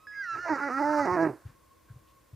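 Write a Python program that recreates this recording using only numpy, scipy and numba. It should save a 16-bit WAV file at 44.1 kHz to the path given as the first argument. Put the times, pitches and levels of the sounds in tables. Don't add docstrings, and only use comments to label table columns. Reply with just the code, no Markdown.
import sys
import numpy as np
from scipy import signal
from scipy.fft import rfft, irfft
from scipy.io import wavfile
from scipy.ndimage import uniform_filter1d
from numba import njit

SR = 44100
rng = np.random.default_rng(int(sys.argv[2]) if len(sys.argv) > 2 else 0)


def wav_out(sig):
    wavfile.write(sys.argv[1], SR, np.round(np.clip(np.atleast_2d(sig).T, -1, 1) * 32767).astype(np.int16))


N = 103635

# time in seconds, pitch in Hz.
WAIL_PITCH = [(0.44, 344.4), (0.468, 334.7), (0.518, 312.3), (0.54, 283.5), (0.57, 259.8), (0.6, 281.5),
              (0.624, 286.3), (0.674, 282.2), (0.7, 237.3), (0.736, 262.4), (0.794, 279.9), (0.814, 305.9),
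              (0.83, 280), (0.852, 293), (0.914, 301.7), (0.996, 291.9), (1.018, 287), (1.048, 271.4),
              (1.052, 260.4), (1.072, 185.1), (1.086, 176.1), (1.148, 184.9), (1.194, 163.2), (1.23, 165.4),
              (1.265, 156.7), (1.3, 139.1), (1.36, 111)]
# time in seconds, level of the odd partials in dB, mouth width in Hz.
GROWL = [(1.05, 1.5, 310), (1.075, 4, 170), (1.15, -5.5, 176), (1.185, -4.5, 150), (1.25, -5.5, 204.6),
         (1.29, 1.5, 350)]
PATCHY_DB = 2.2


def undb(db):
    return 10 ** (np.asarray(db) / 20)


def curve(table, col=1):
    a = np.array(table, float)
    return np.interp(np.arange(N) / SR, a[:, 0], a[:, col])


def gate(table, fade_s=.004):
    t = np.arange(N) / SR
    inside_s = np.minimum(t - table[0][0], table[-1][0] - t)
    return np.clip(inside_s / fade_s + 1, 0, 1)


def even(x, span_s=0.03):
    k = int(span_s * SR)
    power = uniform_filter1d(uniform_filter1d(x ** 2, k), k)
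    return x / np.sqrt(power + 1e-12)


def noise():
    return rng.standard_normal(N)


def walk(rate_hz):
    k = int(SR / rate_hz)
    steps = np.repeat(rng.standard_normal(N // k + 1), k)
    return 1.3 * uniform_filter1d(steps, k)[:N]


def on_log(table, hz):
    a = np.array(table, float)
    return np.interp(np.log(hz), np.log(a[:, 0]), a[:, 1])


def pan(x, left_minus_right_db):
    g = undb(np.array([[left_minus_right_db / 2], [-left_minus_right_db / 2]]))
    return x * g / g.mean()


@njit
def svf(x, hz, width):
    y, b, l = np.empty(len(x)), 0., 0.
    for i in range(len(x)):
        g, k = np.tan(np.pi * hz[i] / SR), width / hz[i]
        v = (b + g * (x[i] - l)) / (1 + g * (g + k))
        b, l, y[i] = 2 * v - b, l + 2 * g * v, k * v
    return y


def band(x, hz, width_hz):
    return svf(x, hz + np.zeros(N), float(width_hz))


def edges(x, lo_hz, hi_hz, order=4):
    return signal.sosfilt(signal.butter(order, [lo_hz, hi_hz], "band", fs=SR, output="sos"), x)


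def peak(f, hz, width_hz):
    return 1 / np.sqrt(1 + (2 * (f - hz) / width_hz) ** 2)


def cut(f, hz):
    return 1 / (1 + (f / hz) ** 14)


def room_tone():
    # frequency in Hz, relative density in dB.
    floor = [(15, -32), (25, -21), (59, 4), (275, -11.5), (314, -0.5), (380, -13), (525, -7), (786, -19),
             (1090, -8.5), (1210, -18.5), (1540, -13), (1720, -18), (1960, -17), (3020, -22),
             (15600, -25.5)]
    # frequency in Hz, level in dB.
    side_db = [(60, -29), (110, -7), (200, -1), (380, -4.5), (700, 4.5), (1290, -6.5), (2380, -8.5),
               (4400, -9.5), (8120, -1), (11000, -6), (12000, -34.5)]
    # centre in Hz, width in Hz, level in dB.
    hums = [(1084, 42, -68)]
    floor_db, hum_pan_db = -64.5, 1.8
    f = np.maximum(np.fft.rfftfreq(N, 1 / SR), 1)
    floor_shape_db = on_log(floor, f)
    mid = irfft(rfft(noise()) * undb(floor_shape_db), N)
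    side = irfft(rfft(noise()) * undb(floor_shape_db + on_log(side_db, f)), N)
    bed = (mid + side * np.array([[1], [-1]])) * undb(floor_db) / np.std(mid)
    whine = np.zeros(N)
    for hz, width_hz, db in hums:
        narrow = band(band(noise(), hz, width_hz), hz, 2 * width_hz)
        whine += undb(db + 2.0 * walk(9.5)) * even(narrow, 0.76)
    return bed + pan(whine, hum_pan_db)


def rustles():
    # start in seconds, peak level in dB, centre in Hz, width in Hz, length in seconds.
    brushes = [(1.458, -65, 1490, 480, 0.077), (1.884, -61.5, 1530, 50, 0.045),
               (2.07, -70, 2820, 1000, 0.062)]
    t, out = np.arange(N) / SR, np.zeros(N)
    for start_s, db, hz, width_hz, length_s in brushes:
        u = np.maximum(t - start_s, 0) / length_s
        swell = np.e * u * 4 * np.exp(-4 * u)
        out += undb(db) * swell * even(band(noise(), hz, width_hz), 0.091)
    return out


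def squeak():
    middle_s, half_length_s, level_db = 2.085, .09, -79
    top_hz, end_drop_hz = 11800, 650
    u = np.clip((np.arange(N) / SR - middle_s) / half_length_s, -1, 1)
    phase = np.cumsum(top_hz - end_drop_hz * u ** 2) / SR
    return undb(level_db) * (1 - u ** 2) * np.sin(2 * np.pi * phase)


def thumps():
    # start in seconds, level in dB, pitch in Hz.
    blows = [(1.003, -46, 111), (1.112, -36.5, 105), (1.451, -34.5, 105), (1.483, -46, 123.5),
             (1.9, -39.5, 118), (1.936, -52, 94), (1.955, -42, 121), (2.328, -40, 116)]
    rise_s, fall_s = .012, .008
    tail_db, tail_rise_s, tail_t60_s = -14.5, 0.013, 0.28
    out, tail_level, t = np.zeros(N), np.zeros(N), np.arange(N) / SR
    for start_s, db, hz in blows:
        u = np.maximum(t - start_s, 0)
        rise = np.sin(np.pi / 2 * u / rise_s)
        fall = np.exp(-((u - rise_s) / fall_s) ** 2 / 2)
        out += undb(db) * np.where(u < rise_s, rise, fall) * np.sin(2 * np.pi * hz * u)
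        tail_level += undb(db) * (1 - np.exp(-u / tail_rise_s)) * undb(-60 * u / tail_t60_s)
    return out + undb(tail_db) * tail_level * even(edges(noise(), 40, 85, order=1), 0.22)


def tone(hz):
    # frequency in Hz, gain in dB.
    head = [(1000, 0), (2200, -3), (2700, -14), (3300, -32), (3900, -18), (5000, -14), (5800, -7.5),
            (6350, -21.5), (6750, -19.5), (7300, -52), (9000, -49)]
    flicker_db = PATCHY_DB * np.clip(hz / 2000 - 1, 0, 1) * walk(31.6)
    phase = np.cumsum(hz * (1 + 0.0013 * walk(61.8))) / SR
    return np.sqrt(2) * undb(on_log(head, hz) + flicker_db) * np.sin(2 * np.pi * phase)


def squeal():
    # time in seconds, pitch in Hz, level in dB.
    whistle, second, wheeze = [(0.07, 1655, -41), (0.078, 1693, -43), (0.138, 1668, -43),
                               (0.214, 1610, -32), (0.246, 1466, -41), (0.3, 1351, -32.5),
                               (0.346, 1329, -35.5), (0.354, 1286, -32.5), (0.364, 1286, -41),
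                               (0.394, 1383, -35.5), (0.414, 1438, -40.5), (0.438, 1427, -36),
                               (0.468, 1380, -38.5), (0.48, 1210, -43), (0.49, 1340, -49)], [(0.13, 1953, -55.5), (0.158, 2097, -50.5),
                                               (0.21, 2090, -52.5), (0.244, 1933, -34.5),
                                               (0.27, 1786, -43.5), (0.34, 1629, -41), (0.374, 1680, -47),
                                               (0.418, 1782, -43), (0.456, 1744, -42), (0.498, 1596, -33.5),
                                               (0.51, 1468, -41)], [(0, 1246, -59.5), (.05, 1300, -54),
                                                               (.07, 1257, -58.5), (.24, 1326, -55.5),
                                                               (.28, 1300, -47)]
    whistle_db, wheeze_db = [0.5, -9, -12, -20.5, -15], [-4, -6, -5, -11.5]
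    # time in seconds, level in dB.
    clear_db = [(.2, 0), (.25, -4), (.29, 1), (.342, 1), (.356, -9), (.39, -7), (.405, 2), (.45, 1),
                (.48, -6)]
    # time in seconds, share 0-1.
    second_fuzz = [(.14, .8), (.165, .12), (.34, .1), (.36, .7), (.39, .1)]
    whistle_noise_db, mixing_db, blur_db = -33, -17, -29
    hz, level = curve(whistle), undb(curve(whistle, col=2)) * gate(whistle, 0.00071)
    upper_hz, upper_level = curve(second), undb(curve(second, col=2)) * gate(second, 0.03)
    clear, fuzz = undb(curve(clear_db)), curve(second_fuzz)

    harmonics = sum(undb(db) * tone(k * hz) * (clear if k > 1 else 1) for k, db in enumerate(whistle_db, 1))
    out = level * (harmonics + undb(whistle_noise_db) * even(band(noise(), hz, 330)))
    fuzzy = even(band(band(noise(), upper_hz, 250), upper_hz, 270))
    out = out + upper_level * (np.sqrt(1 - fuzz ** 2) * tone(upper_hz) + fuzz * fuzzy)
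    orders = [(2, 1), (1, 2), (3, 1), (0, 3), (2, 2)]
    mixing = sum(tone(a * hz + b * upper_hz) for a, b in orders)
    blur = even(edges(noise(), 4200, 6000, order=2))
    out = out + upper_level * (undb(mixing_db) * clear * mixing + undb(blur_db) * blur)
    faint = sum(undb(db) * tone(k * curve(wheeze)) for k, db in enumerate(wheeze_db, 1))
    return out + faint * undb(curve(wheeze, col=2)) * gate(wheeze, 0.021)


def beating():
    # time in seconds, centre in Hz, level in dB.
    whistle_again = [(.53, 1402, -43), (.57, 1401, -42), (.59, 1292, -35), (.605, 1388, -42),
                     (.625, 1468, -41), (.7, 1315, -45.5), (.885, 1315, -43), (.91, 1278, -39),
                     (.945, 1374, -36.5), (.958, 1320, -40), (.975, 1258, -40), (1.005, 1246, -38.5),
                     (1.04, 1280, -43)]
    chop = 1 + np.cos(2 * np.pi * np.cumsum(curve(WAIL_PITCH)) / SR)
    level = undb(curve(whistle_again, col=2) + 2.0 * walk(56.65)) * gate(whistle_again, 0.044)
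    return chop * even(band(noise(), curve(whistle_again), 22)) * level


def hoarse_break(puff):
    # time in seconds, level in dB.
    break_db = [(.3, -68), (.325, -58.5), (.345, -52), (.356, -49.5), (.39, -51), (.402, -68), (.43, -68),
                (.45, -53)]
    groan_db, hiss_db = -4, -13
    rasp = even(edges(puff, 610, 2000, order=2))
    hiss = undb(hiss_db) * even(edges(puff, 3500, 4800, order=2))
    groan = undb(groan_db) * even(edges(noise(), 112.5, 142, order=2), .1)
    return (rasp + hiss + groan) * undb(curve(break_db)) * gate(break_db, 0.024)


def wail_partials(k, f, phase, halved, odd_db):
    throat_lag_rad, growl_scatter_rad = 1.3, 1.3
    drift = np.array([walk(12) for _ in k]) * np.clip(f / 700, 0, 1)
    lag = throat_lag_rad * np.minimum(f / 1000, 2) ** 2
    lag = lag + growl_scatter_rad * np.maximum(halved, .15) * drift
    lines = -np.cos(2 * np.pi * k * phase - lag) * undb(odd_db * (k % 2))
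    flicker = np.array([walk(40) for _ in k])
    return lines * undb(PATCHY_DB * np.clip(f / 1000 - .5, .2, 1) * flicker)


def wail():
    # time in seconds, chest level in dB, mouth resonance in Hz, mouth level in dB.
    wail_low = [(0.32, -70, 980, -84), (0.366, -50, 990, -49.5), (0.394, -47, 970, -62),
                (0.424, -70, 674, -66.5), (0.462, -77.5, 700, -35), (0.504, -30, 940, -30),
                (0.524, -26.5, 875, -29.5), (0.537, -28.5, 870, -29.5), (0.545, -39.5, 845, -43.5),
                (0.56, -40, 590, -37.5), (0.578, -44.5, 690.4, -47.5), (0.605, -42, 880, -41),
                (0.62, -38.5, 850, -38.5), (0.65, -37.5, 810, -36.5), (0.698, -38, 566, -37),
                (0.74, -40.5, 845, -46.5), (0.78, -32.5, 820, -41.5), (0.804, -31.5, 840, -28.5),
                (1.016, -32.5, 717, -27), (1.038, -30.5, 696, -35.5), (1.072, -32, 840, -30),
                (1.114, -33.5, 1000, -28.5), (1.145, -30.5, 1030, -31), (1.18, -30.5, 645, -29.5),
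                (1.226, -25.5, 620, -27.5), (1.27, -27.5, 684, -34), (1.35, -47, 584.5, -57.5),
                (1.39, -66.5, 700, -62.5)]
    # time in seconds, nose level in dB, nose resonance in Hz, treble level in dB.
    wail_high = [(0.44, -47.5, 1420, -61.5), (0.49, -36.5, 1490, -57.5), (0.56, -36, 1360, -55.5),
                 (0.58, -42, 1320, -64), (0.63, -32.5, 1440, -58), (0.708, -36, 1260, -60.5),
                 (0.784, -30.5, 1360, -58), (0.802, -38.5, 1360, -56.5), (0.88, -40, 1550, -56),
                 (0.986, -42, 1340, -53), (1.052, -35, 1330, -52.5), (1.084, -38.5, 1370, -59.5),
                 (1.14, -36, 1171, -55.5), (1.18, -34, 1070, -65.5), (1.228, -34.5, 989, -55.5),
                 (1.252, -33.5, 980, -67), (1.3, -52.5, 1010, -74), (1.39, -67, 1530, -80)]
    # time in seconds, relative level in dB, centre in Hz.
    upper_nose = [(.44, -18, 1940), (.55, -2.5, 1910), (.6, -17, 2020), (.66, -9.5, 1960),
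                  (.79, -10.5, 1900), (.835, -0.5, 2030), (.86, 5, 1760), (1.0, -5, 1900), (1.04, -7, 1930),
                  (1.12, -7.5, 1930), (1.16, -8, 1890), (1.2, -2, 1700), (1.3, -5, 1560)]
    # time in seconds, level in dB.
    air_db = [(.44, -84), (.55, -78), (.8, -68), (1.25, -67), (1.39, -74.5)]
    # time in seconds, roughness 0-1.
    roughness = [(.34, .9), (.44, .6), (.455, .3), (.474, .35), (.488, .85), (.505, .08), (.55, .15),
                 (.575, .8), (.605, .8), (.62, .12), (.68, .1), (.692, .75), (.715, .06), (.85, .07),
                 (1.04, .08), (1.06, .7), (1.09, .2), (1.135, .15), (1.155, .5), (1.19, .15), (1.24, .15),
                 (1.275, .6), (1.36, .75)]
    jitter, shimmer_db = .05, 4.0
    halved_hz, half_bass_db = 205, -14
    chest_min_hz, chest_width_hz, mouth_width_hz, nose_width_hz = 331, 63, 450, 95
    mouth_top_hz, nose_top_hz = 1080, 2393
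    nose_breath, treble_breath = .06, .6
    rumble_db = -29

    hz, rough = curve(WAIL_PITCH), curve(roughness)
    phase = np.cumsum(hz * (1 + jitter * rough * walk(200))) / SR
    shimmer = undb(shimmer_db * rough * walk(180))
    puff = np.exp(-(phase % 1) / 1.4) * noise()
    k = np.arange(1, 45)[:, None]
    f, halved, odd_db = k * hz, np.clip((halved_hz - hz) / 40, 0, 1), curve(GROWL)
    lines = wail_partials(k, f, phase, halved, odd_db)
    mouth_hz, nose_hz = curve(wail_low, col=2), curve(wail_high, col=2)
    chest_hz = np.maximum(hz, chest_min_hz)

    def voiced(gain, breath, share):
        share = np.clip(share, 0, 1)
        clean = even(shimmer * np.sum(lines[:len(gain)] * gain, axis=0))
        return np.sqrt(1 - share ** 2) * clean + share * even(breath)

    low = f[:18]
    half_bass = undb(half_bass_db - odd_db) * halved * (k[:18] == 1)
    chest_breath = band(band(puff, chest_hz, 150), chest_hz, 150)
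    chest = voiced(peak(low, chest_hz, chest_width_hz) ** 2 + half_bass, chest_breath, rough)

    mouth_gain = peak(low, mouth_hz, curve(GROWL, col=2))
    mouth_gain = mouth_gain * cut(low, mouth_top_hz + 120 * halved) * (1 - cut(low, 364))
    mouth_breath = edges(band(puff, mouth_hz, mouth_width_hz), 510, 1350, order=2)
    mouth = voiced(mouth_gain, mouth_breath, rough)

    nose_gain = peak(low, nose_hz, nose_width_hz * (1 + 2 * halved))
    nose_gain = nose_gain + undb(curve(upper_nose)) * peak(low, curve(upper_nose, col=2), 120)
    nose_gain = nose_gain * cut(low, nose_top_hz) * (1 - cut(low, mouth_top_hz - 170 * halved))
    nose = voiced(nose_gain, edges(band(puff, nose_hz, 450), 1125, 1960, order=2), rough + nose_breath)

    treble_gain = peak(f, 4100, 1900) * cut(f, 6970) * (1 - cut(f, 4570))
    treble = voiced(treble_gain, edges(band(puff, 6260, 3200), 2900, 6440, order=3), treble_breath)
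    air = even(edges(puff + 2.2 * noise(), 6400, 11100, order=1))
    rumble = undb(rumble_db) * even(edges(noise(), 103.0, 137, order=2), 0.18)

    lower = (chest + rumble) * undb(curve(wail_low)) + mouth * undb(curve(wail_low, col=3))
    upper = nose * undb(curve(wail_high)) + treble * undb(curve(wail_high, col=3))
    upper = upper + air * undb(curve(air_db))
    return gate(wail_low, 0.076) * lower + gate(wail_high, 0.2) * upper + hoarse_break(puff)


def box(x):
    t60_s, echo_db = .2, -17
    t = np.arange(int(.3 * SR)) / SR
    tails = rng.standard_normal((2, len(t))) * undb(-60 * t / t60_s) * (t > .004)
    tails[1] = .9 * tails[0] + .3 * tails[1]
    tails /= np.sqrt(np.sum(tails ** 2, axis=1, keepdims=True))
    return undb(echo_db) * np.array([signal.fftconvolve(x, h)[:N] for h in tails])


def scene():
    gap_hz = [2856, 3870]
    # frequency in Hz, left minus right in dB.
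    cub_pan = [(60, -10), (110, 3), (200, -5), (1290, -5.5), (2380, -2.5), (4400, -3.5), (8120, -4),
               (15000, 0.5)]
    thump_pan_db = 1.5
    gap = signal.butter(2, gap_hz, "bandstop", fs=SR, output="sos")
    cub = signal.sosfilt(gap, wail() + beating()) + squeal()
    f = np.maximum(np.fft.rfftfreq(N, 1 / SR), 1)
    g = undb(np.array([[.5], [-.5]]) * on_log(cub_pan, f))
    placed = irfft(rfft(cub + box(cub)) * g / g.mean(axis=0), N)
    return placed + pan(thumps() + rustles() + squeak(), thump_pan_db) + room_tone()


def record(dry):
    top_hz = 15450
    return signal.sosfilt(signal.ellip(10, .2, 80, top_hz, fs=SR, output="sos"), dry)


dry = scene()
out = record(dry)
wav_out(out)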